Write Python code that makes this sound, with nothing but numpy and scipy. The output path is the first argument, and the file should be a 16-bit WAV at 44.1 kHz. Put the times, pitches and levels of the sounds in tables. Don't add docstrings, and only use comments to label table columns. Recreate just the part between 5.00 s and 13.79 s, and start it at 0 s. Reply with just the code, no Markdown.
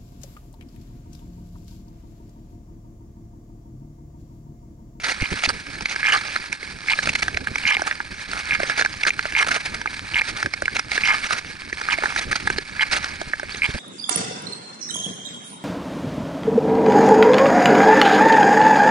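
import sys
import numpy as np
from scipy import signal
from scipy.fft import rfft, irfft
from scipy.io import wavfile
from scipy.ndimage import uniform_filter1d, minimum_filter1d

SR = 44100
rng = np.random.default_rng(int(sys.argv[2]) if len(sys.argv) > 2 else 0)


def store_pcm(level_fs):
    pcm = np.round(np.clip(level_fs, -1, 1) * 32767).astype(np.int16)
    wavfile.write(sys.argv[1], SR, np.atleast_2d(pcm).T)


N = 387638
TIME = np.arange(N) / SR
BINS = np.fft.rfftfreq(N, 1 / SR)

# (touch-down [s], chatter length [s], relative chatter level [dB], basic chatter pitch [Hz],
#  extra bite under full weight [dB], treble over body under full weight, before scaling [dB])
STROKES = [(0.201, 0.059, -38, 2350, 3.5, 1.5), (1.03, .13, -26, 2000, 6, -0.5),
           (1.885, 0.051, -27, 2190, 5, 3.5), (2.653, 0.099, -26, 2190, 2.5, -1.5),
           (3.509, 0.047, -29, 2250, 3.5, -2.5), (4.351, 0.082, -24.5, 2100, 3.5, -0.5),
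           (5.144, 0.054, -27.5, 2230, 0.5, 0), (6.036, .115, -26.5, 2150, 6.5, -0.5),
           (6.887, 0.056, -29.5, 2220, 3, -1), (7.795, 0.042, -25, 2030, 3, -1.5),
           (8.62, 0.044, -29, 2150, 3, 0.5)]
# (frequency [Hz], relative level per Hz [dB])
SCRAPE = [(150, -12), (500, -9.5), (850, -5.5), (1050, -13), (1350, 1), (1680, 1), (1950, 1), (2250, 6),
          (3100, -6), (4300, -1.5), (5500, -5.5), (6400, -7.5), (7400, -19.5), (11000, -23)]
# (frequency [Hz], relative level per Hz [dB])
WIND = [(15, -3.5), (30, -2.5), (75, 0), (130, -4), (220, -5), (350, -10), (600, -18.5), (1500, -45)]


def gain_of(db):
    return 10 ** (np.asarray(db) / 20)


def evened(x):
    return x / np.sqrt(np.mean(x ** 2) + 1e-20)


def read(points):
    hz, value = np.transpose(points)
    return np.interp(np.log(BINS + 1), np.log(hz), value)


def coloured(x, spectrum):
    return irfft(rfft(x) * evened(gain_of(read(spectrum))), N)


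def add(mix, s, sound):
    part = mix[max(round(s * SR), 0):][:len(sound)]
    part += sound[:len(part)]


def wander(rate_hz):
    slow = rfft(rng.standard_normal(N)) * np.exp(-(BINS / rate_hz) ** 2)
    return evened(np.tanh(evened(irfft(slow, N)) / 2))


def swell(depth_db, rate_hz):
    return evened(gain_of(depth_db * wander(rate_hz)))


def gates(rows, edge, tail):
    out = np.zeros(N)
    for s, length, db in rows:
        add(out, s - tail / 2, np.full(max(round(length * SR), 1), gain_of(db)))
    softened = uniform_filter1d(out, max(round(edge * SR), 1))
    keep = np.exp(-1 / (tail * SR))
    return signal.lfilter([1 - keep], [1, -keep], softened)


def fractures(per_s, spread_db):
    size = gain_of(spread_db * np.minimum(rng.exponential(1, N), 4))
    return evened(rng.standard_normal(N) * size * (rng.random(N) < per_s / SR))


def splintered(x, patchy_db):
    z = signal.stft(x, nperseg=256, noverlap=192)[2]
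    patches = uniform_filter1d(rng.standard_normal(z.shape), size=4, axis=0)
    patches = uniform_filter1d(patches, size=7, axis=1)
    z = z * evened(gain_of(patchy_db * evened(patches)))
    return signal.istft(z, nperseg=256, noverlap=192)[1][:N]


def blow(hz, rise, turn):
    t = np.arange(SR // 40) / SR
    envelope = t / rise * np.exp(1 - t / rise)
    return envelope * np.sin(2 * np.pi * (hz * t + turn))


def bump(rise):
    return blow(0, rise, 1 / 4)


def ringing(x, ring_db):
    # (pitch [Hz], relative level [dB], time to fall by 60 dB [s])
    blade_modes = [(900, -28, 0.04), (1250, -18, 0.032), (1573, -19, 0.029), (1694, -16.5, 0.03),
                   (2140, -13.5, 0.03), (2360, -14, 0.026), (2670, -20, 0.015), (4450, -31, .014)]
    t = np.arange(SR // 12) / SR
    modes = sum(gain_of(db - 60 * t / t60) * np.cos(2 * np.pi * hz * t) for hz, db, t60 in blade_modes)
    return x + gain_of(ring_db) * signal.oaconvolve(x, modes)[:N]


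def swirls(level_db=-51, gust_db=4):
    noises = [coloured(rng.standard_normal(N) * swell(gust_db, rate_hz=20), WIND) for _ in range(2)]
    return gain_of(level_db) * np.array(noises)


def wind(level_db=4, gust_db=4.0, buffet_db=-1, push_db=1, push_hz=55):
    # (time [s], level [dB])
    breeze = [(0.0, -47), (0.83, -43.5), (1.15, -49.5), (1.93, -47), (2.42, -41), (2.71, -46), (6.22, -45),
              (6.93, -47.5), (7.12, -41), (8.79, -47.5)]
    # (time [s], length [s], relative level [dB])
    buffets = [(0.218, 0.014, -19), (0.317, 0.025, -23.5), (0.474, 0.011, -28.5), (2.073, 0.034, -31),
               (2.51, 0.0082, -29), (5.446, 0.028, -29), (8.272, 0.0064, -29), (8.687, 0.017, -26.5),
               (8.744, 0.019, -23.5)]
    strength_db = level_db + np.interp(TIME, *np.transpose(breeze))
    steady = gain_of(strength_db) * swell(gust_db, rate_hz=21)
    eddies = gain_of(buffet_db) * gates(buffets, edge=0.0076, tail=0.002)
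    pushes = np.zeros(N)
    for (s, _, db), turn in zip(buffets, rng.random(len(buffets))):
        add(pushes, s, gain_of(db + push_db) * blow(push_hz, 0.0025, turn))
    return pushes + coloured(rng.standard_normal(N) * (steady + eddies), WIND)


def weight(s):
    push_s, hold_s, ease_s = 0.17, 0.23, 0.2
    coming_on = 1 + (TIME - s) / push_s
    easing_off = 1 - (TIME - s - hold_s) / ease_s
    return np.clip(np.minimum(coming_on, easing_off), 0, 1)


def bite(free_db=-35.5, uneven_db=2.0):
    pressed_db = np.max([extra_db * weight(s) for s, _, _, _, extra_db, _ in STROKES], axis=0)
    return free_db + pressed_db + uneven_db * np.tanh(wander(rate_hz=5.3))


def lean(on_edge_db=1.5):
    return on_edge_db + sum((flat_db - on_edge_db) * weight(s) for s, _, _, _, _, flat_db in STROKES)


def pebbling(bite_db, level_db=-33, per_s=60, spread_db=4, rise=0.000064, tick_db=-3, tick_rise=0.00021):
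    sizes = gain_of(spread_db * np.minimum(rng.exponential(1, N), 3))
    sizes *= rng.random(N) < per_s / SR
    sizes *= gain_of(level_db + bite_db - np.median(bite_db))
    taps, ticks = np.zeros((2, N))
    at = np.flatnonzero(sizes)
    for i, (pitch, turn) in zip(at, rng.standard_normal((len(at), 2))):
        add(taps, i / SR, sizes[i] * blow(1650 * np.exp(.3 * pitch), rise, turn))
        add(ticks, i / SR, sizes[i] * gain_of(tick_db) * bump(tick_rise))
    return ringing(taps, ring_db=-11) + coloured(ticks * rng.standard_normal(N), SCRAPE)


def landing(level_db=1.0, grit_db=3.5, rise=0.0005, sag=0.14, scatter=0.11, uneven_db=6.0,
            boot_db=-8, boot_hz=1150, first_db=7):
    # (frequency [Hz], relative level per Hz [dB])
    grit_colour = [(150, -30), (600, -25), (900, 2), (1100, -9), (1550, -4), (2150, -11.5), (3000, 6.5),
                   (3600, -6.5), (4500, -2.5), (7000, -15.5), (11000, -29)]
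    first_gap_s, last_gap_s = .013, 0.0033
    settle_s = .1
    out = np.zeros(N)
    spring = .6 ** np.arange(64)
    gaps = last_gap_s + (first_gap_s - last_gap_s) * spring
    for s, length, db, hz, _, _ in STROKES:
        chance = rng.standard_normal((len(gaps), 5))
        burst = np.zeros(round(length * SR) + SR // 40)
        for at, height, draws in zip(np.cumsum(gaps) - gaps, spring, chance):
            if at >= length:
                break
            late, size, pitch, boot_pitch, turn = draws
            done, loose = at / settle_s, 1 - height
            steel = blow(hz * np.exp(scatter * pitch - sag * done ** 2), rise, turn)
            boot = done * gain_of(boot_db) * blow(boot_hz * np.exp(.2 * boot_pitch), 0.001, turn)
            strength = gain_of(first_db * height + uneven_db * loose * size)
            add(burst, at + 0.236 * last_gap_s * late * loose, strength * (steel + boot))
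        loudness = np.sqrt(np.sum(burst ** 2) / (length * SR))
        add(out, s, gain_of(db + level_db) * burst / loudness)
    grit_rows = [(s + first_gap_s, length - first_gap_s, db) for s, length, db, _, _, _ in STROKES]
    contact = gates(grit_rows, edge=0.0016, tail=0.0019)
    grit = splintered(fractures(per_s=5100, spread_db=4.5), patchy_db=5.0) * contact
    return ringing(out, ring_db=-12.0) + gain_of(grit_db) * coloured(grit, grit_colour)


def gliding(bite_db, smooth_db=-39.0, glide_follow=0.74, glide_db=1.0, glide_rough_db=3.0,
            scrape_rough_db=4.0, body_hz=2900, lean_share=0.96):
    # (frequency [Hz], relative level per Hz [dB])
    glide_colour = [(300, -12), (500, -24.5), (900, -7), (1100, -9.5), (1400, -5), (1680, 5.5), (1950, -5),
                    (2260, 4.5), (2800, -10), (3500, -9.5), (4450, -4), (5400, -10.5), (7300, -21.5),
                    (11000, -26)]
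    hiss_db = np.minimum(bite_db, smooth_db + glide_follow * (bite_db - smooth_db))
    breaking = np.sqrt(np.maximum(gain_of(2 * bite_db) - gain_of(2 * hiss_db), 0))
    hiss = fractures(per_s=12000, spread_db=-2) * swell(glide_rough_db, rate_hz=48)
    crunch = fractures(per_s=7000, spread_db=0.5) * swell(scrape_rough_db, rate_hz=36)
    sound = coloured(splintered(hiss, patchy_db=-0.5) * gain_of(hiss_db + glide_db), glide_colour)
    sound += coloured(splintered(crunch, patchy_db=5.5) * breaking, SCRAPE)
    body = irfft(rfft(sound) / (1 + (BINS / body_hz) ** 8), N)
    return sound - body + body * gain_of(-lean_share * lean())


def rasping(level_db=2.0, rough_db=3, grind_rough_db=4):
    # (time [s], length [s], relative rasp level [dB], level of the low grind [dB])
    crust = [(0.034, 0.091, -27.5, -35), (0.304, 0.027, -25.5, -45.5), (0.371, 0.024, -29.5, -33),
             (0.439, 0.025, -20.5, -40), (0.488, 0.016, -28.5, -22), (0.821, 0.0061, -24, -34.0),
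             (0.884, 0.056, -28, -64), (1.12, 0.057, -28, -26), (2.024, 0.017, -24.5, -36),
             (2.056, 0.049, -24.5, -43), (2.13, 0.008, -23.5, -45.5), (2.152, 0.0089, -21, -46.5),
             (2.186, 0.015, -22.5, -64), (2.221, 0.012, -19, -54), (2.863, 0.021, -30.0, -24.5),
             (3.312, 0.098, -31, -32), (3.595, 0.045, -37, -32), (3.662, 0.053, -31.5, -53),
             (3.775, 0.041, -23, -30), (4.067, 0.03, -19, -24), (4.403, 0.025, -28.5, -21),
             (4.466, 0.01, -27, -22.5), (4.484, 0.01, -21, -25), (4.509, 0.063, -24, -23),
             (4.65, 0.02, -29, -45.5), (4.742, 0.013, -24, -28), (5.27, 0.045, -30, -43),
             (5.359, 0.055, -31.5, -39), (5.746, 0.016, -24.5, -42), (5.911, 0.056, -27.5, -41),
             (6.119, 0.037, -42, -29), (6.251, 0.018, -25.5, -32), (6.298, 0.04, -23, -26),
             (6.34, 0.053, -29.5, -37), (7.032, 0.098, -33.5, -30.5), (7.148, 0.031, -28, -42),
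             (7.178, 0.019, -22.5, -44), (7.21, 0.022, -24, -42), (7.312, 0.014, -20.5, -44.5),
             (7.355, 0.011, -23, -28), (7.399, 0.012, -28, -50.0), (7.911, 0.076, -22.5, -27)]
    # (frequency [Hz], relative level per Hz [dB])
    grind_colour = [(200, -20), (450, -9), (850, -4.5), (1050, -7), (1400, 4.5), (2000, -7), (4000, -25.5)]
    crunch = fractures(per_s=11000, spread_db=0.5) * swell(rough_db, rate_hz=56)
    rasp_rows = [(s, length, db) for s, length, db, _ in crust]
    rasp = splintered(crunch, patchy_db=2.0) * gates(rasp_rows, edge=0.0023, tail=0.0015)
    lumps = fractures(per_s=1700, spread_db=2.0) * swell(grind_rough_db, rate_hz=85)
    grind_rows = [(s, length, db) for s, length, _, db in crust]
    grind = lumps * gates(grind_rows, edge=.004, tail=0.0072)
    return gain_of(level_db) * coloured(rasp, SCRAPE) + coloured(grind, grind_colour)


def knocking(level_db=-0.5, rise=0.00076, clunk_db=5.5, clunk_rise=0.0019, thud_db=-2.0, thud_hz=380,
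             chip_db=7, chip_rise=0.0012, snap_db=-6, snap_rise=0.000067, flank_s=0.0045):
    # (time [s], blow level [dB], blow pitch [Hz],
    # clunk level of boot and ice [dB], clunk pitch [Hz], level of the flying chips [dB])
    ridges = [(0.0944, -11, 1950, -44, 566, -30.5), (0.2204, -17, 2240, -49, 450, -37),
              (0.4368, -11.5, 2200, -33, 743, -19), (0.4903, -30, 2000, -34, 918, -19),
              (0.8076, -22.5, 2540, -32.5, 880, -32.5), (0.8566, -33, 2200, -41, 902, -27),
              (0.9605, -18.5, 1660, -45, 406, -28), (1.161, -9, 1370, -26.5, 810, -46),
              (1.361, -28, 1750, -48, 910, -23), (1.5274, -13, 2300, -36, 912, -25),
              (1.6292, -23, 2200, -39, 401, -48), (1.9892, -8.5, 1710, -36, 584, -32),
              (2.0725, -10.5, 1530, -26, 611, -23), (2.0928, -3.5, 2580, -41, 942, -21),
              (2.2816, -10.5, 1720, -32, 735, -29.5), (2.3447, -18, 2360, -41, 401, -33.5),
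              (2.372, -4.5, 1760, -24.5, 690, -25.5), (2.4715, -14.5, 1700, -37, 850, -32),
              (2.557, -19, 1690, -30, 860, -27), (2.583, -20, 2460, -47, 929, -30),
              (2.7681, -5.5, 2180, -27, 800, -39), (2.794, -21, 1600, -28.5, 837, -41),
              (2.819, -14, 1580, -25.5, 657, -31), (2.9118, -8.5, 1810, -38, 627, -34),
              (3.0031, -14, 1610, -32, 880, -49), (3.601, -18, 1600, -22.5, 647, -31),
              (3.6321, -16, 2090, -23.5, 550, -28), (3.698, -11.5, 1720, -28.5, 668, -30),
              (3.7956, -7, 1620, -26, 490, -20.5), (3.8114, -9, 1700, -30, 670, -27),
              (3.823, -7.5, 1630, -38, 439, -26), (3.8485, -13, 1720, -29, 835, -28),
              (3.8602, -10, 1660, -42, 832, -39), (4.0343, -9, 2230, -44, 915, -25.5),
              (4.0512, -13, 1700, -37, 880, -32), (4.0662, -7, 1700, -26, 565, -31),
              (4.0822, -3, 1640, -29, 920, -16), (4.1051, 2.5, 2310, -41, 834, -28),
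              (4.1923, -10.5, 1590, -38, 890, -28), (4.2542, -14.5, 1610, -27.5, 600, -33),
              (4.3227, -26, 1530, -47, 904, -31.5), (4.4454, -23, 1710, -31, 940, -33),
              (4.515, -11, 1650, -37, 721, -39), (4.563, -19, 2180, -27.5, 643, -29),
              (4.8145, -20.5, 1710, -35, 931, -34), (4.8584, -12.5, 1430, -29, 860, -36),
              (4.874, -14.5, 2230, -38, 743, -52), (5.2115, -15, 1670, -37, 859, -36),
              (5.217, -4, 2210, -34, 829, -33), (5.428, -11, 1670, -30, 848, -25),
              (5.46, -11.5, 1720, -37, 573, -33), (5.5373, -14.5, 2220, -38.5, 850, -27),
              (5.6212, -13.5, 1570, -24.5, 580, -28), (5.6562, -14.5, 2280, -43, 579, -33.5),
              (5.6806, -0.5, 1680, -44, 759, -47), (5.7663, -16, 2410, -59, 854, -21.5),
              (5.7937, -12, 2170, -60, 947, -20.5), (5.917, -11, 2140, -33, 773, -27),
              (5.9783, -6.5, 1770, -31, 400, -29), (6.3081, -7.5, 1350, -29, 845, -22),
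              (6.7278, -15, 1890, -33.5, 390, -37), (6.814, -17, 1490, -34, 890, -29),
              (6.9844, -18, 2110, -26, 656, -33), (7.0232, -19, 1500, -32.5, 563, -36),
              (7.036, -10, 1710, -20.5, 872, -42), (7.0576, -6, 1720, -30, 840, -48),
              (7.1614, -11, 1620, -31, 853, -29.5), (7.3284, -11.5, 1740, -39, 781, -30.5),
              (7.4739, -6.5, 1660, -25.5, 870, -20.5), (7.5014, -8, 1660, -28, 395, -23.5),
              (7.584, -9.5, 1760, -22, 401, -21), (8.0431, -21, 1680, -45, 880, -23.5),
              (8.2146, -18.5, 1600, -26.5, 643, -30), (8.3347, -2.5, 1770, -28, 614, -37),
              (8.3967, -18.5, 1630, -36.5, 870, -35), (8.4311, -20.5, 1680, -28.5, 580, -38),
              (8.546, -23.5, 2070, -35.5, 415, -32.5)]
    rebound_s, rebound_db, rebound_pitch = 0.00256, -8, 0.928
    blows, clunks = np.zeros((2, N))
    flanks = [(s - flank_s, 2 * flank_s, high_db) for s, *_, high_db in ridges]
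    chips = gates(flanks, edge=0.0094, tail=0.0038)
    for ridge, draws in zip(ridges, rng.random((len(ridges), 4))):
        s, db, hz, low_db, low_hz, high_db = ridge
        turn, low_turn, late, low_pitch = draws
        add(blows, s, gain_of(db + level_db) * blow(hz, rise, turn))
        rebound = gain_of(db + rebound_db) * blow(hz * rebound_pitch, rise, low_turn)
        add(blows, s + rebound_s * (.5 + late), rebound)
        add(clunks, s, gain_of(low_db + clunk_db) * blow(low_hz, clunk_rise, low_turn))
        thud = blow(thud_hz * (0.81 + .5 * low_pitch), 0.0021, low_turn)
        add(clunks, s, gain_of(low_db + thud_db) * thud)
        snap = gain_of(db + snap_db) * bump(snap_rise)
        add(chips, s, gain_of(high_db + chip_db) * bump(chip_rise) + snap)
    ice = coloured(chips * splintered(rng.standard_normal(N), patchy_db=5.0), SCRAPE)
    return ringing(blows, ring_db=-26.0) + clunks + ice


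def ports(x, paths_hz=70):
    # (frequency [Hz], phase [radians])
    port_phase = [(20, 0), (120, -.45), (300, -1.05), (600, -1.55), (1100, -1.75), (1900, -1.25),
                  (2300, -1.25), (3000, -.75), (4800, -.45), (6000, 0.44), (11000, 0.66)]
    # (frequency [Hz], difference [dB])
    port_balance = [(30, 1), (150, -3.5), (1500, -4), (4500, -3.5), (6500, -2), (8500, -1.8), (11000, -1)]
    # (frequency [Hz], likeness [0-1])
    port_likeness = [(50, 0.98), (500, 1), (1600, 1), (3000, 0.97), (4500, 0.79), (5600, 0.65),
                     (7200, 0.17), (8500, 0.57), (11000, 0.97)]
    t = np.arange(SR // 100) / SR
    spectrum, stray = rfft(x), np.zeros(N)
    shares = np.array([wander(paths_hz) for _ in range(4)])
    shares /= np.sqrt(np.mean(shares ** 2, axis=0))
    paths = rfft(rng.standard_normal((len(shares), len(t))) * np.exp(-t / 0.00089), N)
    paths /= np.sqrt(np.sum(abs(paths) ** 2, axis=0))
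    for share, path in zip(shares, paths):
        stray += share * irfft(spectrum * path, N)
    like = np.clip(read(port_likeness), 0, 1)
    common = np.sqrt((1 + like) / 2) * spectrum
    apart = np.sqrt((1 - like) / 2) * rfft(stray)
    left = np.exp(.5j * read(port_phase)) * gain_of(read(port_balance) / 2)
    right = 1 / left
    both = np.array([left * (common + apart), right * (common - apart)])
    return irfft(both / abs((left + right) / 2), N)


def scene():
    bite_db = bite()
    air = wind()
    blades = pebbling(bite_db) + landing() + gliding(bite_db) + rasping() + knocking()
    return ports(air + blades) + swirls()


def record(dry, ceiling_db=-4.5, recover_db_per_s=260, makeup_db=-0.28, edge_hz=11150):
    # (frequency [Hz], level [dB])
    housing = [(6500, -1.5), (7600, 0), (8400, 6), (9000, 3), (9450, 3.5), (10200, -5), (10850, 5),
               (11300, -9.5)]
    x = gain_of(makeup_db) * irfft(rfft(dry) * gain_of(read(housing)), N)
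    peak_db = -minimum_filter1d(-20 * np.log10(abs(x).max(0) + 1e-9), size=41)
    fall = TIME * recover_db_per_s
    held_peak_db = np.maximum.accumulate(peak_db + fall) - fall
    over_db = np.maximum(held_peak_db - ceiling_db, 0)
    limited = x / gain_of(uniform_filter1d(over_db, size=31))
    low_pass = signal.firwin(511, edge_hz, window=("kaiser", 9), fs=SR)
    return signal.oaconvolve(limited, low_pass[None], "same")


dry = scene()
out = record(dry)
store_pcm(out)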